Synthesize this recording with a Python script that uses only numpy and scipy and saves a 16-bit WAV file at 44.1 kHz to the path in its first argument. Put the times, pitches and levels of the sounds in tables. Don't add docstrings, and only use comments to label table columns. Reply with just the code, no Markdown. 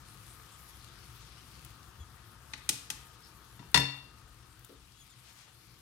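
import sys
import numpy as np
from scipy import signal
from scipy.fft import rfft, irfft, next_fast_len
from scipy.io import wavfile
from scipy.ndimage import uniform_filter1d

SR = 44100
rng = np.random.default_rng(int(sys.argv[2]) if len(sys.argv) > 2 else 0)


def bounce(signal):
    frames = np.transpose(np.atleast_2d(signal))
    limited = np.clip(frames, -1, 1)
    pcm = np.round(limited * 32767).astype(np.int16)
    wavfile.write(sys.argv[1], SR, pcm)


N = 256220
SIDES = np.array([[1], [-1]])
HOP = 256


def undb(db):
    return 10 ** (np.asarray(db) / 20)


def read(table, hz):
    f, v = np.transpose(table)
    return np.interp(np.log(np.maximum(hz, 1)), np.log(f), v)


def curves(table, t):
    times, *columns = np.transpose(table)
    return [np.interp(t, times, column) for column in columns]


def decay(t, t60):
    return np.exp(-np.log(1000) * t / t60)


def walk(rate, count=1, step=1):
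    k, size = max(int(SR / rate / step), 1), N // step + 2
    held = np.repeat(rng.standard_normal((count, size // k + 1)), k, axis=1)
    return uniform_filter1d(uniform_filter1d(held, k), k)[:, :size]


def add(out, s, sound):
    i = int(s * SR)
    out[:, i:i + sound.shape[-1]] += sound[..., :N - i]


# f/Hz, likeness
LIKENESS = [(60, 1), (130, 1), (290, 0.68), (640, 0.87), (1410, 0.67), (3100, 0), (6820, 0.22), (15000, 0)]


def alike(hz):
    return np.clip(read(LIKENESS, hz), 0, 1)


def spread(mid, side, likeness):
    return mid * np.sqrt(1 + likeness) + SIDES * side * np.sqrt(1 - likeness)


def noise(t, hz, width_hz, top_hz=20000):
    edges = [max(hz - width_hz / 2, hz / 5), min(hz + width_hz / 2, top_hz)]
    band = signal.butter(2, edges, "band", fs=SR, output="sos")
    mid, side = signal.sosfilt(band, rng.standard_normal((2, len(t))))
    return spread(mid, side, alike(hz)) / mid.std() / np.sqrt(2)


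def bed(colour, swell_db, flicker_db, rate, grain=1, tilt_db=0):
    size = next_fast_len(N)
    hz = np.arange(size // 2 + 1) * SR / size
    mid, side = rfft(rng.standard_normal((2, N)) * grain, size)
    pair = irfft(spread(mid, side, alike(hz)) * undb(read(colour, hz)), size)[:, :N]
    f, _, cells = signal.stft(pair / pair.std(), SR, nperseg=2 * HOP)
    band = 3 * np.log2(np.maximum(f, 86) / 86)
    low = band.astype(int)
    flicker = walk(rate, count=26, step=HOP)
    db = flicker_db * (flicker[low] + (band - low)[:, None] * (flicker[low + 1] - flicker[low]))
    db = db + swell_db * walk(rate / 4, step=HOP)
    treble_octaves = np.log2(np.maximum(f, 6000) / 6000)[:, None]
    db = db[:, :cells.shape[-1] - 1] + tilt_db * treble_octaves
    gain = undb(np.pad(db, ((0, 0), (0, 1)), "edge"))
    return signal.istft(cells * gain, SR, nperseg=2 * HOP)[1][:, :N]


# f/Hz, t60/s
ROOM_DECAY = [(200, 0.94), (1000, 0.52), (4000, 0.49), (12000, 0.28)]


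def kitchen(dry, level_db=-10.5):
    f, t, cells = signal.stft(rng.standard_normal((2, SR // 2)), SR, nperseg=128)
    tail = signal.istft(cells * decay(t, read(ROOM_DECAY, f)[:, None]), SR, nperseg=128)[1]
    tail = tail * np.clip((np.arange(tail.shape[1]) / SR - .004) / 0.011, 0, 1)
    tail = tail / np.sqrt((tail ** 2).sum(1).mean())
    return undb(level_db) * signal.oaconvolve(dry, tail, axes=1)[:, :N]


# f/Hz, level/dB per Hz
RUMBLE_COLOUR = [(15, -48), (25, -19), (54, 2), (68, 2.5), (87, -11), (103, -2), (119, 2), (146, -8),
                 (195, -12.5), (258, -17), (345, -13), (385, -21), (450, -20), (580, -51), (990, -120)]
# t/s, fan level/dB, rumble level/dB
HOB_LEVELS = [(0, -63, -55.5), (2.5, -63, -56.5), (3.9, -64.5, -58), (4.55, -67, -60), (4.9, -71, -63),
              (5.4, -69.5, -63), (5.65, -69, -59.5)]


def hob_rumble(t):
    _, rumble_db = curves(HOB_LEVELS, t)
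    return undb(rumble_db) * bed(RUMBLE_COLOUR, 1.0, 1.4, 4)


# f/Hz, level/dB per Hz
FAN_COLOUR = [(290, -38.5), (500, -7.5), (591, -16), (756, -8.5), (836, -13), (909, -3.5), (988, -10),
              (1060, -4), (1210, -1.5), (1310, -2.5), (1900, -10), (2470, -39), (4180, -120)]
BLADE_HZ, BLADE_DB = 1245, -7.5
BLADE_FADE_START_S, BLADE_FADE_DB_S = 4.3, 10


def hob_fan(t):
    fan_db, _ = curves(HOB_LEVELS, t)
    fade_db = BLADE_FADE_DB_S * np.maximum(t - BLADE_FADE_START_S, 0)
    blade_db = BLADE_DB - fade_db + 5.5 * walk(10)[0, :N]
    blade_hz = BLADE_HZ * (1 + 0.0012 * walk(7.4)[0, :N])
    blade = undb(blade_db) * np.sin(2 * np.pi * np.cumsum(blade_hz) / SR)
    return undb(fan_db) * (bed(FAN_COLOUR, 0.9, 0.94, 8) + blade)


# start t/s, length t/s, first f/Hz, middle f/Hz, last f/Hz, level/dB,
# octave level/dB against the fundamental
STEAM_SQUEAKS = [(1.267, 0.024, 5600, 5200, 4830, -64, -20), (1.365, .075, 2500, 3100, 2630, -65, -15),
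                 (1.992, 0.048, 3200, 3410, 3150, -64, -4), (3.09, 0.044, 3300, 3170, 2900, -69, -16),
                 (3.232, 0.055, 5350, 5180, 5400, -60.5, -20), (4.753, 0.027, 3600, 3520, 3500, -64.5, -4),
                 (4.845, 0.021, 3950, 3800, 3550, -68.5, -2), (4.955, 0.095, 3200, 3420, 3200, -65, 2),
                 (5.09, .06, 3600, 3480, 3090, -66, 2), (5.385, .03, 3850, 3500, 3200, -67, -10),
                 (5.748, 0.026, 3800, 3600, 3380, -69.5, 1)]


def squeaks(waver=0.028, flutter_db=4.5):
    out, tremble, flutter = np.zeros((2, N)), walk(200)[0], walk(110)[0]
    for s, length, first_hz, middle_hz, last_hz, db, octave_db in STEAM_SQUEAKS:
        u = np.linspace(0, 1, int(length * SR))
        i = int(s * SR) + np.arange(len(u))
        arc = np.polyval(np.polyfit([0, .5, 1], [first_hz, middle_hz, last_hz], 2), u)
        phase = 2 * np.pi * np.cumsum(arc * (1 + waver * tremble[i])) / SR + 0.38 * SIDES
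        overtones = np.sin(2 * phase) + 0.4 * np.sin(3 * phase)
        tone = np.sin(phase) + undb(octave_db) * overtones
        add(out, s, tone * np.sin(np.pi * u) ** .4 * undb(db + flutter_db * flutter[i]))
    return out


# middle t/s, length at half amplitude t/s, centre f/Hz, bandwidth f/Hz, level/dB at the middle
PUFFS_AND_RUSTLE = [(0.094, 0.053, 9500, 2500, -62), (0.309, 0.053, 8800, 2000, -60.5),
                    (.37, .06, 12500, 4050, -65), (.54, 0.047, 8050, 2000, -62),
                    (0.602, 0.055, 13400, 3000, -64), (0.696, 0.023, 11200, 1970, -57),
                    (1.16, .08, 12900, 4500, -63), (1.47, 0.085, 12100, 5000, -68),
                    (2.274, 0.045, 12500, 3000, -65), (3.26, 0.08, 4900, 1500, -65.5),
                    (4.625, 0.095, 12000, 6000, -70), (5.287, 0.086, 4000, 7000, -59.5),
                    (5.405, 0.1, 4070, 8000, -59.5), (5.48, 0.051, 2490, 4000, -64)]


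def puffs_and_rustle():
    out = np.zeros((2, N))
    for s, length, hz, width_hz, db in PUFFS_AND_RUSTLE:
        t = np.arange(int(2 * length * SR))
        add(out, max(s - length, 0), undb(db) * noise(t, hz, width_hz) * np.hanning(len(t)))
    return out


# t/s, level/dB at the start, centre f/Hz
SPITS_AND_STIRRING = [(0.2687, -58, 9290), (.279, -53, 2200), (.397, -53, 1900), (0.522, -55, 8300),
                      (0.694, -53, 10500), (0.886, -54, 6160), (1.6483, -41.5, 13500), (1.649, -54, 3500),
                      (1.83, -54.5, 5800), (2.579, -54.5, 7960), (2.596, -54, 9050), (3.716, -51, 12000),
                      (4.3439, -57, 9640), (4.5929, -52, 11000), (4.646, -53, 3500), (4.648, -44.5, 12900),
                      (4.921, -57.5, 5100)]
CLICK_DECAY_S, CLICK_WIDTH = .003, .85


def spits_and_stirring():
    out, t = np.zeros((2, N)), np.arange(SR // 20) / SR
    for s, db, hz in SPITS_AND_STIRRING:
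        add(out, s, undb(db) * noise(t, hz, CLICK_WIDTH * hz) * np.exp(-t / CLICK_DECAY_S))
    return out


TICKS_PER_S, TICK_HZ, TICK_DECAY_S = 30, 11500, .0015
TICK_DB, TICK_FADE_DB_S = -62, .7


def fat_ticks(t):
    tick_db = TICK_DB + 3 * rng.standard_normal(N) - TICK_FADE_DB_S * t
    starts = (rng.random(N) < TICKS_PER_S / SR) * undb(tick_db)
    envelope = signal.lfilter([1], [1, -np.exp(-1 / (TICK_DECAY_S * SR))], starts)
    return noise(t, TICK_HZ, CLICK_WIDTH * TICK_HZ) * envelope


# f/Hz, level/dB per Hz
SIZZLE_COLOUR = [(1180, -31), (2000, -4), (2220, -3.5), (3390, -1), (3660, -2), (4470, -1.5), (7320, -6),
                 (8400, -4.5), (10800, -4.5), (14500, -10.5), (15800, -20)]
# t/s, level/dB, treble tilt/dB per octave above 6 kHz
FRYING_LEVELS = [(0, -60, 1), (.7, -60, 1.5), (1, -60.5, -2.5), (1.35, -60, -2.5), (1.9, -61, 1),
                 (2.45, -62, .5), (3, -60.5, 0), (3.4, -63, 1), (4.2, -62.5, -.5), (5.2, -62.5, .5),
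                 (5.81, -63.5, .5)]


def sizzle(t):
    sizzle_db, tilt_db = curves(FRYING_LEVELS, t)
    bubbles = undb(2.4 * rng.exponential(size=N))
    showers_db = tilt_db[::HOP] + 2.3 * walk(45, step=HOP)[0, :-1]
    return undb(sizzle_db) * bed(SIZZLE_COLOUR, 1.1, 1.9, 18.11, bubbles, showers_db)


PORT_LAG = 2.2


def blows(events, modes, body):
    crack_db, crack_s, crack_top_hz, free_db, haze_db, haze_s, pan_db = body
    out, t = np.zeros((2, N)), np.arange(SR // 2) / SR
    hz, db, t60 = np.array(modes).T
    tones = np.exp(np.outer(2j * np.pi * hz - np.log(1000) / t60, t))
    cracking = np.exp(-t / crack_s)
    damping = undb(free_db) + (1 - undb(free_db)) * cracking
    hiss = undb(crack_db) * cracking + undb(haze_db) * decay(t, haze_s)
    order = np.arange(len(hz))
    lag = (-1) ** order * PORT_LAG * (1 - alike(hz))
    start = np.exp(1j * (np.pi * order + SIDES * lag / 2))
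    for s, blow_db, centre_hz, octaves, rise in events:
        size = undb(db) * np.exp(-.5 * (np.log2(hz / centre_hz) / octaves) ** 2)
        ring = ((size * start) @ tones).imag * damping
        crack = noise(t, 1.216 * centre_hz, 1.04 * centre_hz * octaves, crack_top_hz) * hiss
        attack = 1 - np.exp(-t / rise)
        add(out, s, (ring + crack) * attack * undb(blow_db + SIDES * pan_db / 2))
    return out


# t/s, level/dB, centre of the contact's spectrum f/Hz, spread/octaves, rise constant t/s
COUNTER_THUMPS = [(1.992, -34.5, 58, 0.5, 0.0044), (2.536, -54, 250, 0.77, 0.0033),
                  (2.692, -43.5, 240, 0.88, 0.0029), (2.903, -52, 180, 1.1, 0.0023),
                  (3.592, -46, 172, 0.93, 0.0033), (3.64, -48, 149, 0.73, .006),
                  (3.745, -31, 180, 2.8, 0.0031), (3.774, -29.5, 170, 2.2, 0.0044),
                  (4.69, -45, 330, .45, 0.012)]
# f/Hz, relative level/dB, free t60/s
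COUNTER_MODES = [(64, -5, 0.27), (133.6, -2, 0.57), (168.4, -3.5, 0.21), (216.7, -6, 0.22), (280, -7, 0.45),
                 (389, -13, 0.12), (456.3, -13, 0.31)]
# crack level/dB, crack decay constant t/s, crack top f/Hz, free ring level/dB,
# haze level/dB, haze t60/s, left minus right level/dB
COUNTER_ANSWER = (-6.5, 0.036, 700, -1.5, -30, .3, -2.5)


def counter_thumps():
    return blows(COUNTER_THUMPS, COUNTER_MODES, COUNTER_ANSWER)


# t/s, level/dB, centre of the contact's spectrum f/Hz, spread/octaves,
# rise constant t/s
DROPS = [(3.5917, -48.5, 1500, 1.6, 0.004), (3.625, -50, 910, 0.57, 0.0033),
         (3.7435, -14, 3300, 1.9, 0.0019), (3.7585, -20.5, 2900, 1.82, 0.0017),
         (3.7735, -20.5, 2900, 2.3, 0.0017), (3.799, -34, 5000, 3.1, 0.0017)]
# f/Hz, relative level/dB, free t60/s
PLATE_MODES = [(966, 0, 0.33), (1095, -14, 0.27), (1378, -7, 0.22), (1741, -12, 0.47), (1808, -11, 0.2),
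               (1941, -1, .12), (2019, -12, 0.23), (2747, -2.5, 0.42), (2800, -15, .25), (3568, 0, 0.3),
               (3638, -4, 0.2), (4151, -23, .12), (4357, 0, 0.18), (4428, -3, 0.45), (4750, -10, .2),
               (5370, 0, 0.14), (7170, -16, .15), (8554, -14, .12), (9950, -8, .06), (10380, -5, .06),
               (11540, -7, .05)]
PLATE_ANSWER = (.5, 0.0058, 15000, -15, -30, .35, -2)


def plate_drops():
    return blows(DROPS, PLATE_MODES, PLATE_ANSWER)


# t/s, level/dB, centre of the contact's spectrum f/Hz, spread/octaves,
# rise constant t/s
TAPS = [(2.5345, -40, 2500, 1.3, 0.0018), (2.6905, -26, 6500, 1.59, 0.0013),
        (2.9012, -34, 5070, 1.65, 0.0022)]
# f/Hz, relative level/dB, free t60/s
PAN_MODES = [(862, 0, 0.12), (1190, -4, .03), (1455, -2, 0.063), (1960, -4, 0.047), (2480, 5, 0.033),
             (2630, -6.5, 0.037), (3080, -5, 0.035), (3320, 2, 0.021), (3910, 2, 0.027), (4790, -3, 0.037),
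             (5350, -2, 0.043), (5860, 3, 0.04), (6160, 2, 0.035), (6630, 6, 0.03), (7480, 0, 0.031),
             (8360, 2, 0.018), (8420, 7, 0.032), (9535, 7, 0.033), (10240, -2, .022), (11900, -4, 0.025)]
PAN_ANSWER = (9.4, 0.0047, 10500, -7.5, -16, .5, -3)


def rim_taps():
    return blows(TAPS, PAN_MODES, PAN_ANSWER)


def scene():
    t = np.arange(N) / SR
    background = hob_rumble(t) + hob_fan(t) + sizzle(t)
    near = rim_taps() + plate_drops() + spits_and_stirring() + puffs_and_rustle() + fat_ticks(t)
    return background + near + kitchen(near) + squeaks() + counter_thumps()


# f/Hz, left minus right level/dB
PORT_BALANCE = [(60, 7), (110, 6), (200, 5.0), (380, 6), (700, 15.5), (1290, 8.5), (2380, 12), (4400, 9),
                (8120, 4), (15000, 4.5)]
BOTTOM_HZ, TOP_HZ = 40.4, 15850


def record(dry):
    size = next_fast_len(N + SR // 10)
    hz = np.arange(size // 2 + 1) * SR / size
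    bass_cut = hz ** 2 / np.hypot(hz ** 2, BOTTOM_HZ ** 2)
    ports = undb(SIDES * read(PORT_BALANCE, hz) / 2) * bass_cut
    heard = irfft(rfft(dry, size) * ports, size)[:, :N]
    top_cut = signal.ellip(10, .2, 55, TOP_HZ, fs=SR, output="sos")
    return signal.sosfilt(top_cut, heard)


dry = scene()
out = record(dry)
bounce(out)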